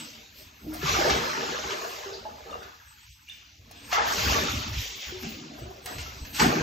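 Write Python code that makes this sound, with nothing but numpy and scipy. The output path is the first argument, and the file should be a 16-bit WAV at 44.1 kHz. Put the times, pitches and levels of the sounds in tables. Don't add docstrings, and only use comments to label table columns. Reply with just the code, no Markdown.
import sys
import numpy as np
from scipy import signal
from scipy.fft import rfft, irfft, next_fast_len
from scipy.io import wavfile
from scipy.ndimage import uniform_filter1d

SR = 44100
rng = np.random.default_rng(int(sys.argv[2]) if len(sys.argv) > 2 else 0)


def boost(x):
    u = np.asarray(x, float) / 20
    return 10 ** u


def dump(signal):
    limited = np.clip(np.atleast_2d(signal).T, -1, 1)
    pcm = np.round(limited * 32767).astype(np.int16)
    wavfile.write(sys.argv[1], SR, pcm)


N = 291967

# start_s, spray_db, splash_db, slosh_db, boom_db
WATER_LEVELS = [(0.0, -40, -51, -51.5, -48), (0.28, -53, -65, -64.5, -66.5), (0.33, -54, -63, -70, -61),
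                (0.39, -48, -65.5, -58, -59), (0.59, -55.5, -60, -69, -66), (0.66, -55, -61.5, -50, -41.5),
                (0.74, -48, -47.5, -44.5, -47), (0.81, -42, -51, -56, -43), (0.83, -36.5, -35, -59, -50.5),
                (0.88, -27, -33.5, -39, -40), (1.07, -29, -26.5, -23.5, -37), (1.1, -31.5, -27, -26.5, -31),
                (1.12, -32.5, -34, -29.5, -32), (1.31, -34, -35, -39.5, -43),
                (1.51, -35, -37, -34.5, -42.5), (1.69, -36.5, -37, -38.5, -49),
                (1.71, -30.5, -37, -43, -49), (1.75, -37, -39.5, -37, -46.5),
                (1.97, -40.5, -43.5, -46, -60.5), (2.1, -43.5, -44, -43, -66), (2.14, -47.5, -51, -43, -62),
                (2.34, -53.5, -57, -52.5, -52.5), (2.45, -51, -54.5, -51, -66),
                (2.51, -50.5, -49, -40, -50), (2.75, -54, -57, -60.5, -68),
                (2.84, -57, -58.5, -73.5, -74.5), (3.08, -54, -65.5, -82, -72),
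                (3.11, -53, -85.5, -115, -84), (3.19, -59.5, -63, -93, -72), (3.26, -58, -73, -97, -72),
                (3.3, -50, -67, -88, -72), (3.32, -50, -64, -75, -64), (3.61, -58.5, -69.5, -70, -65),
                (3.7, -55, -64.5, -64, -60.5), (3.89, -47, -52, -58, -55), (3.93, -29, -30, -58, -55),
                (4.0, -33.5, -29, -32, -49), (4.2, -26.5, -35.5, -39.5, -45.5), (4.24, -27, -38, -36, -46),
                (4.28, -27.5, -30.5, -35, -29), (4.33, -25.5, -30.5, -30.5, -37),
                (4.41, -29.5, -34.5, -35.5, -29), (4.52, -30, -38.5, -40, -41.5),
                (4.55, -32, -45, -44, -33), (4.64, -35.5, -42, -44, -51), (4.68, -36, -45.5, -51, -32),
                (4.72, -41, -48, -47, -48.5), (4.79, -31.5, -54, -53, -48), (4.85, -33.5, -53.5, -53, -58),
                (5.0, -40.5, -55, -61, -56), (5.02, -35, -59, -54, -67), (5.11, -41.5, -47, -55, -47),
                (5.12, -40.5, -50.5, -52, -48), (5.2, -44.5, -54, -57, -59), (5.24, -39, -53, -45.5, -34),
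                (5.29, -40, -64, -48, -45), (5.42, -46, -55, -55.5, -37), (5.7, -51, -57.5, -46, -53),
                (5.84, -52, -59, -54, -58), (5.86, -50, -46, -46, -64), (5.92, -45, -46, -48, -44),
                (6.01, -43, -60, -48, -50), (6.12, -45, -55, -56.5, -56.5), (6.32, -50, -60, -54, -47.5),
                (6.36, -33, -53, -54, -42), (6.38, -32.5, -44, -49, -59), (6.4, -25.5, -24, -32, -30),
                (6.43, -27.5, -22.5, -25.5, -22.5), (6.51, -34, -33, -27.5, -21),
                (6.62, -35, -35, -31, -28.5)]
# freq_hz, level_db
SPRAY_COLOUR = [(900, -41), (1500, -23), (2100, -3.5), (2600, -1), (3400, -3.5), (6100, -3.5), (6900, -6),
                (7600, -14.5), (8300, -28.5), (9000, -62)]
SPLASH_COLOUR = [(500, -67), (850, 1), (1200, -1.5), (1700, 1.5), (2200, -4.5), (3200, -45.5)]
SLOSH_COLOUR = [(200, -72), (340, 2), (450, 2), (800, 4), (1000, -15), (1500, -24)]
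BOOM_COLOUR = [(80, -33), (140, -1.5), (230, -4.5), (320, 2), (480, -34)]
# freq_hz, width_hz, level_db
TUB_MODES = [(162.5, 34, -6), (228.4, 18.7, 5), (281.4, 6, -0.5), (385.3, 11.1, 0.5), (460.2, 8.3, 1),
             (611.7, 18, -4), (786, 10, -6.5), (1192, 13, -6.5), (1737, 17, -9.5)]
# start_s, level_db
RUMBLE_LEVELS = [(0.0, -61.5), (0.29, -61.5), (0.5, -58), (0.59, -67), (0.64, -48.5), (0.96, -38),
                 (1.07, -45.5), (1.14, -35), (1.38, -60.5), (1.53, -48), (1.58, -58.5), (1.66, -45.5),
                 (1.75, -60), (2.65, -54), (2.69, -64), (3.01, -63.5), (3.1, -53.5), (3.24, -66),
                 (3.45, -59), (3.52, -67), (3.61, -55), (3.85, -55.5), (4.07, -45.5), (4.11, -52.5),
                 (4.3, -29.5), (4.39, -42), (4.54, -39.5), (4.57, -27.5), (4.64, -45), (4.77, -28.5),
                 (4.81, -35), (4.87, -70), (4.96, -56), (5.02, -79), (5.09, -50), (5.29, -50),
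                 (5.33, -50.5), (5.48, -68.5), (5.64, -43.5), (5.79, -57), (5.86, -44), (5.92, -60),
                 (5.97, -31), (6.09, -48.5), (6.14, -50), (6.23, -45), (6.36, -50.5), (6.47, -29),
                 (6.56, -59), (6.62, -29)]
# freq_hz, level_db
SHAKE_COLOUR = [(15, -38), (30, -18), (65, 2), (120, -5), (190, -27.5)]
# start_s, hiss_db, low_whistle_db, high_whistle_db
TOP_LEVELS = [(0.0, -63, -43, -69), (0.31, -75.5, -101, -87), (0.39, -57, -60, -65), (0.51, -75, -74, -82),
              (0.87, -52.5, -63, -53), (0.92, -49, -114, -66), (0.98, -50.5, -113, -61),
              (1.07, -53, -49.5, -61), (1.51, -62.5, -61, -82), (1.56, -64, -100, -72),
              (1.66, -62, -63, -73), (1.9, -57, -62, -72), (2.17, -74, -80, -75), (2.67, -71, -65, -83),
              (2.75, -74, -109, -89), (2.89, -72.5, -62, -74), (3.37, -75, -72, -77),
              (3.5, -81, -123, -85), (3.85, -70.5, -55, -88), (3.95, -49, -70, -66),
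              (4.02, -87, -125, -76), (4.07, -50, -66, -72), (4.13, -50.5, -47, -58),
              (4.24, -49, -64, -53), (4.28, -48, -115, -57), (4.33, -45, -61, -65),
              (4.59, -54.5, -63, -69), (4.66, -59, -123, -79), (4.74, -59, -69, -66),
              (4.81, -50, -114, -57), (4.89, -49, -49.5, -58), (4.94, -60, -72, -71),
              (4.98, -50, -123, -65), (5.07, -86, -125, -64), (5.24, -48, -76, -74),
              (5.29, -53, -125, -58), (5.53, -73, -115, -92), (5.6, -59, -61, -82), (5.81, -74, -81, -75),
              (5.86, -56.5, -53.5, -73), (6.21, -68.5, -60.5, -80), (6.42, -44, -40.5, -46),
              (6.62, -62.5, -69, -77)]
# freq_hz, level_db
HISS_COLOUR = [(5590, -33), (9500, -70), (10100, -43.5), (10900, -2.5), (11500, 23.5), (12600, 30),
               (14700, 18.5), (15600, 24), (16000, -49.5)]
# start_s, share (0 to 1)
PATCH_SHARE = [(0, 1), (.8, 1), (.88, .37), (1.95, .37), (2.02, 1), (3.25, 1), (3.33, .25), (3.68, .25),
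               (3.74, 1), (3.9, 1), (3.95, .4), (4.18, .5), (4.25, .15), (4.7, .14), (4.9, .04), (5.8, .1),
               (5.88, .7), (6.3, .9), (6.4, .37)]
# freq_hz, level_db
WHISTLES = [
    [(7752, -7.5), (8441, -8)],
    [(11886, 0), (12600, -12), (13954, 6), (15332, 16)],
]
# start_s, peak_db, t60_s
SLAPS = [(.385, -41, 0.04), (.74, -29.5, 0.054), (1.099, -8.5, 0.049), (2.63, -32.5, 0.046),
         (3.712, -32.5, 0.028), (3.929, -8.5, 0.024), (4.73, -23, .05), (5.232, -29, 0.062),
         (5.859, -21, .04), (5.983, -23, 0.049), (6.25, -28, 0.037), (6.345, -26, 0.099),
         (6.396, -6.5, 0.048)]
# start_s, peak_db, pitch_hz, t60_s
THUDS = [(0.64, -25.5, 222, 0.11), (0.837, -13.5, 151, 0.14), (1.116, -24, 76.5, 0.23),
         (3.594, -38, 99, 0.13), (4.17, -23, 187, 0.16), (4.266, -35, 93, 0.08), (4.544, -14, 120, 0.1),
         (4.771, -21, 55, 0.21), (5.07, -26.5, 70.0, 0.12), (5.248, -27, 145, 0.12),
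         (5.618, -28, 113, 0.17), (5.962, -36, 73, 0.12), (6.215, -15, 62.5, 0.083),
         (6.421, -10, 240.4, 0.16)]
# start_s, peak_db, pitch_hz, t60_s
PLOPS = [(.667, -25, 308, 0.37), (.75, -30, 712, 0.12), (.83, -18, 396, 0.13), (.87, -22, 1182, 0.15),
         (.989, -12.5, 357, .14), (1.049, -22, 580, .08), (1.2, -26.5, 475, 0.24),
         (1.72, -28.5, 396.6, 0.47), (1.87, -27, 466, 0.13), (2.06, -25.5, 389.4, 0.23),
         (2.253, -24.5, 648, 0.084), (2.253, -24.5, 849, 0.099), (2.46, -37, 462, 0.41),
         (2.497, -34, 1200, 0.057), (2.528, -23.5, 1220, 0.047), (2.55, -31.5, 737, 0.1),
         (2.62, -31.5, 1465, .05), (2.8, -42, 1640, 0.12), (3.71, -33, 708, 0.029),
         (3.928, -10.5, 715, 0.033), (3.968, -17.5, 1290, 0.15), (3.983, -8.5, 820, 0.036),
         (4.35, -21, 1155, 0.22), (4.484, -17.5, 1333, 0.047), (5.122, -25, 371, 0.17),
         (5.23, -33, 1610, 0.046), (5.269, -23.5, 222, 0.17), (5.52, -35, 288, 0.13),
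         (5.62, -27, 350, 0.077), (5.655, -35.5, 692, 0.089), (5.87, -29.5, 724, 0.12),
         (6.06, -33, 1310, .08)]
# start_s, peak_db, t60_s
FLICKS = [
    (0.7358, -45, 0.099),
    (1.898, -59, 0.079),
    (3.2894, -60, 0.05),
    (3.711, -53, 0.043),
    (5.22, -58.5, 0.057),
    (5.8576, -40, 0.044),
]
# start_s, peak_db, t60_s
CLICKS = [
    (.8335, -20, .012),
    (1.704, -23, .02),
    (2.529, -33, .012),
    (3.915, -27, .02),
    (5.014, -27, .01),
    (6.25, -34, .02),
]
# start_s, peak_db, centre_hz, t60_s
PUFFS = [
    (2.125, -29, 4685, 0.14),
    (3.28, -41, 2700, 0.22),
    (3.74, -45, 3190, 0.32),
    (5.02, -29, 2795, .15),
]
# start_s, peak_db, pitch_hz, t60_s
DRIPS = [
    (2.51, -33, 3630, 0.064),
    (2.528, -30.5, 2780, 0.057),
    (3.279, -38.5, 2350, 0.094),
    (3.286, -29.5, 2834, 0.069),
    (3.297, -24.5, 3555, 0.043),
    (3.77, -43, 3310, 0.088),
    (3.885, -43, 1690, .04),
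    (4.33, -19, 2880, 0.081),
]
# freq_hz, t60_s
TILES_DECAY = [(100, 0.45), (800, 0.72), (3000, 0.66), (10000, 0.1)]
# freq_hz, side_minus_mid_db
PORT_DIFFERENCE = [(40, -31), (80, -26), (180, -20), (380, -9.5), (700, 1.5), (1290, 5), (2380, -5.5),
                   (4400, -4.5), (6700, -11), (7300, -1), (8200, -17)]
# freq_hz, share (0 to 1)
LEFT_LEAN = [(150, 0), (500, 0.087), (1200, 0.19), (2500, 0)]


def unit(x):
    return x / np.sqrt(np.mean(x ** 2) + 1e-20)


def along(points, hz):
    f, v = np.transpose(points)
    return np.interp(np.log(hz + 1), np.log(f + 1), v)


def curves(rows):
    s, *columns = np.transpose(rows)
    return [np.interp(np.arange(N) / SR, s, c) for c in columns]


def filtered(x, response):
    m = next_fast_len(N + SR // 2)
    return irfft(rfft(x, m) * response(np.fft.rfftfreq(m, 1 / SR)), m)[..., :N]


def colour(x, points):
    low, high = points[0][0], points[-1][0]
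    return unit(filtered(x, lambda hz: boost(along(points, hz)) * (hz > low) * (hz < high)))


def patchy(patchy_db):
    z = signal.stft(rng.standard_normal(N), nperseg=512)[2]
    field = uniform_filter1d(rng.standard_normal(z.shape), size=5, axis=0)
    field = uniform_filter1d(field, size=16, axis=1)
    return unit(signal.istft(z * boost(patchy_db * unit(field)), nperseg=512)[1][:N])


def bubbles(count, size, hz, octaves, cycles, rise, spread_db):
    draw = rng.random((count, 2))
    pitch = hz * 2 ** (octaves * rng.standard_normal((count, 1)))
    turns = pitch * np.arange(size) / SR
    age = turns / cycles
    ring = np.sin(2 * np.pi * turns * (1 + rise * np.minimum(age, 3)))
    ring *= np.exp(-3 * age) * (1 - np.exp(-turns))
    ring *= boost(spread_db * draw[:, :1]) * np.hanning(2 * size)[size:]
    at = (draw[:, 1:] * N).astype(int) + np.arange(size)
    return unit(np.bincount(at.ravel(), ring.ravel(), N)[:N])


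def tail(length, scale):
    hz, t, z = signal.stft(rng.standard_normal(length), SR, nperseg=256)
    t60 = scale * along(TILES_DECAY, hz)[:, None]
    echo = signal.istft(z * boost(-60 * t / t60), SR, nperseg=256)[1]
    return echo / np.linalg.norm(echo)


def struck(rows, sound, wet_db):
    out, t = np.zeros(N + SR), np.arange(SR // 6) / SR
    for s, db, *shape in rows:
        direct = boost(db) * sound(t, *shape)
        wet = signal.fftconvolve(direct, tail(SR // 4, scale=1))
        start = round(s * SR)
        out[start:][:len(direct)] += direct
        out[start + 200:][:len(wet)] += boost(wet_db) * wet
    return out[:N]


def tub_walls(f):
    return .5 + sum(boost(db) * 1j * f * w / (c * c - f * f + 1j * f * w) for c, w, db in TUB_MODES)


def water():
    spray_db, splash_db, slosh_db, boom_db = curves(WATER_LEVELS)
    fizz = bubbles(count=4000, size=400, hz=3800, octaves=.6, cycles=30, rise=.012, spread_db=8)
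    chatter = bubbles(count=1200, size=1000, hz=1350, octaves=.45, cycles=35, rise=.03, spread_db=6)
    gurgle = bubbles(count=800, size=1600, hz=560, octaves=.5, cycles=35, rise=.03, spread_db=6)
    spray = colour(patchy(patchy_db=2.5) + 0.27 * fizz, SPRAY_COLOUR)
    splash = colour(filtered(patchy(patchy_db=1.3) + .35 * chatter, tub_walls), SPLASH_COLOUR)
    slosh = colour(filtered(patchy(patchy_db=1.2) + .3 * gurgle, tub_walls), SLOSH_COLOUR)
    boom = colour(filtered(patchy(patchy_db=1.5), tub_walls), BOOM_COLOUR)
    return boost(spray_db) * spray + boost(splash_db) * splash + boost(slosh_db) * slosh + boost(boom_db) * boom


def rumble():
    return boost(curves(RUMBLE_LEVELS)[0]) * colour(patchy(patchy_db=1.0), SHAKE_COLOUR)


def whistle(lines):
    def comb(f):
        return sum(boost(db) * np.exp(-((f - hz) / 14) ** 2) for hz, db in lines)
    return unit(filtered(rng.standard_normal(N), comb))


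def top_hiss():
    hiss_db, low_db, high_db = curves(TOP_LEVELS)
    hz, t, z = signal.stft(rng.standard_normal((2, N)), SR, nperseg=2048)
    luck = rng.random((2, len(hz) // 16 + 1, len(t) // 2 + 1))
    luck = luck.repeat(16, 1).repeat(2, 2)[:, :len(hz), :len(t)]
    luck *= 1 - .8 * np.exp(-((hz[:, None] - 12600) / 500) ** 4)
    share = np.interp(t, *np.transpose(PATCH_SHARE))
    side_share = .7 * share * (share < .6)
    alive = luck < np.array([share, side_share])[:, None]
    hiss = colour(signal.istft(z * alive, nperseg=2048)[1][:, :N], HISS_COLOUR)

    flicker = np.interp(np.arange(N) / SR, t, luck[0, 0] < .7)
    sparse = np.clip((.36 - curves(PATCH_SHARE)[0]) / .1, 0, 1)
    low = flicker * boost(low_db) * whistle(WHISTLES[0])
    high = sparse * boost(high_db + 9) * whistle(WHISTLES[1])
    ticks = filtered(struck(FLICKS, slap, wet_db=-31), lambda f: (f > 7800) * (f < 15900))
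    return boost(hiss_db + 2) * hiss + np.array([[1], [.1]]) * (low + high + boost(15) * ticks)


def slap(t, t60):
    return 0.49 * rng.standard_normal(len(t)) * boost(-60 * t / t60) * (1 - np.exp(-t / 0.00072))


def thud(t, hz, t60):
    return np.sin(2 * np.pi * hz * t) * boost(-60 * t / t60) * (1 - np.exp(-t / 0.005))


def plop(t, hz, t60):
    return np.sin(2 * np.pi * hz * t * (1 + 0.02 * t / t60)) * boost(-60 * t / t60) * (1 - np.exp(-t / 0.0005))


def puff(t, hz, t60):
    swarm = unit(np.convolve(rng.standard_normal(len(t)), np.hanning(50), 'same'))
    return swarm * np.sin(2 * np.pi * hz * t) * boost(-60 * t / t60) * (1 - np.exp(-t / 0.0039))


def wet_brightness(hz):
    return (boost(along(SPRAY_COLOUR, hz)) + 0.75 * boost(along(SPLASH_COLOUR, hz)) + .02) * (hz < 8000)


def paws():
    clicks = boost(13) * struck(CLICKS, slap, wet_db=-9)
    slaps = filtered(boost(12) * struck(SLAPS, slap, wet_db=0) + clicks, wet_brightness)
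    thuds = struck(THUDS, thud, wet_db=-8)
    plops = struck(PLOPS, plop, wet_db=-6)
    drops = struck(DRIPS, plop, wet_db=-5.5) + struck(PUFFS, puff, wet_db=1)
    return slaps + thuds + plops + drops


def scene():
    mid = boost(-2.5) * water() + boost(-8.5) * paws() + rumble()
    z = signal.stft(mid, nperseg=1024)[2]
    paths = rng.random((len(z), z.shape[1] // 6 + 1)).repeat(6, 1)[:, :z.shape[1]]
    scattered = signal.istft(z * np.exp(2j * np.pi * paths), nperseg=1024)[1]
    scattered = np.pad(scattered, (400, 0))[:N]
    side = filtered(scattered, lambda hz: boost(along(PORT_DIFFERENCE, hz) + 2.5))
    side = side + filtered(mid, lambda hz: along(LEFT_LEAN, hz))
    mid, side = np.array([mid, side]) + top_hiss()
    return np.array([mid + side, mid - side])


def top_cut(x):
    return signal.sosfilt(signal.butter(12, 16310, fs=SR, output="sos"), x)


def record(dry):
    gate_db = -92.5
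    hz, _, z = signal.stft(dry, SR, nperseg=2048)
    power = uniform_filter1d(np.abs(z.mean(0)) ** 2, size=7, axis=0)
    power = uniform_filter1d(power, size=3, axis=1)
    low_mid = ((hz > 380) & (hz < 1500))[:, None]
    faint = (power < boost(gate_db) ** 2) & low_mid
    gated = signal.istft(z * ~faint, nperseg=2048)[1][:, :N]
    return top_cut(gated)


dry = scene()
out = record(dry)
dump(out)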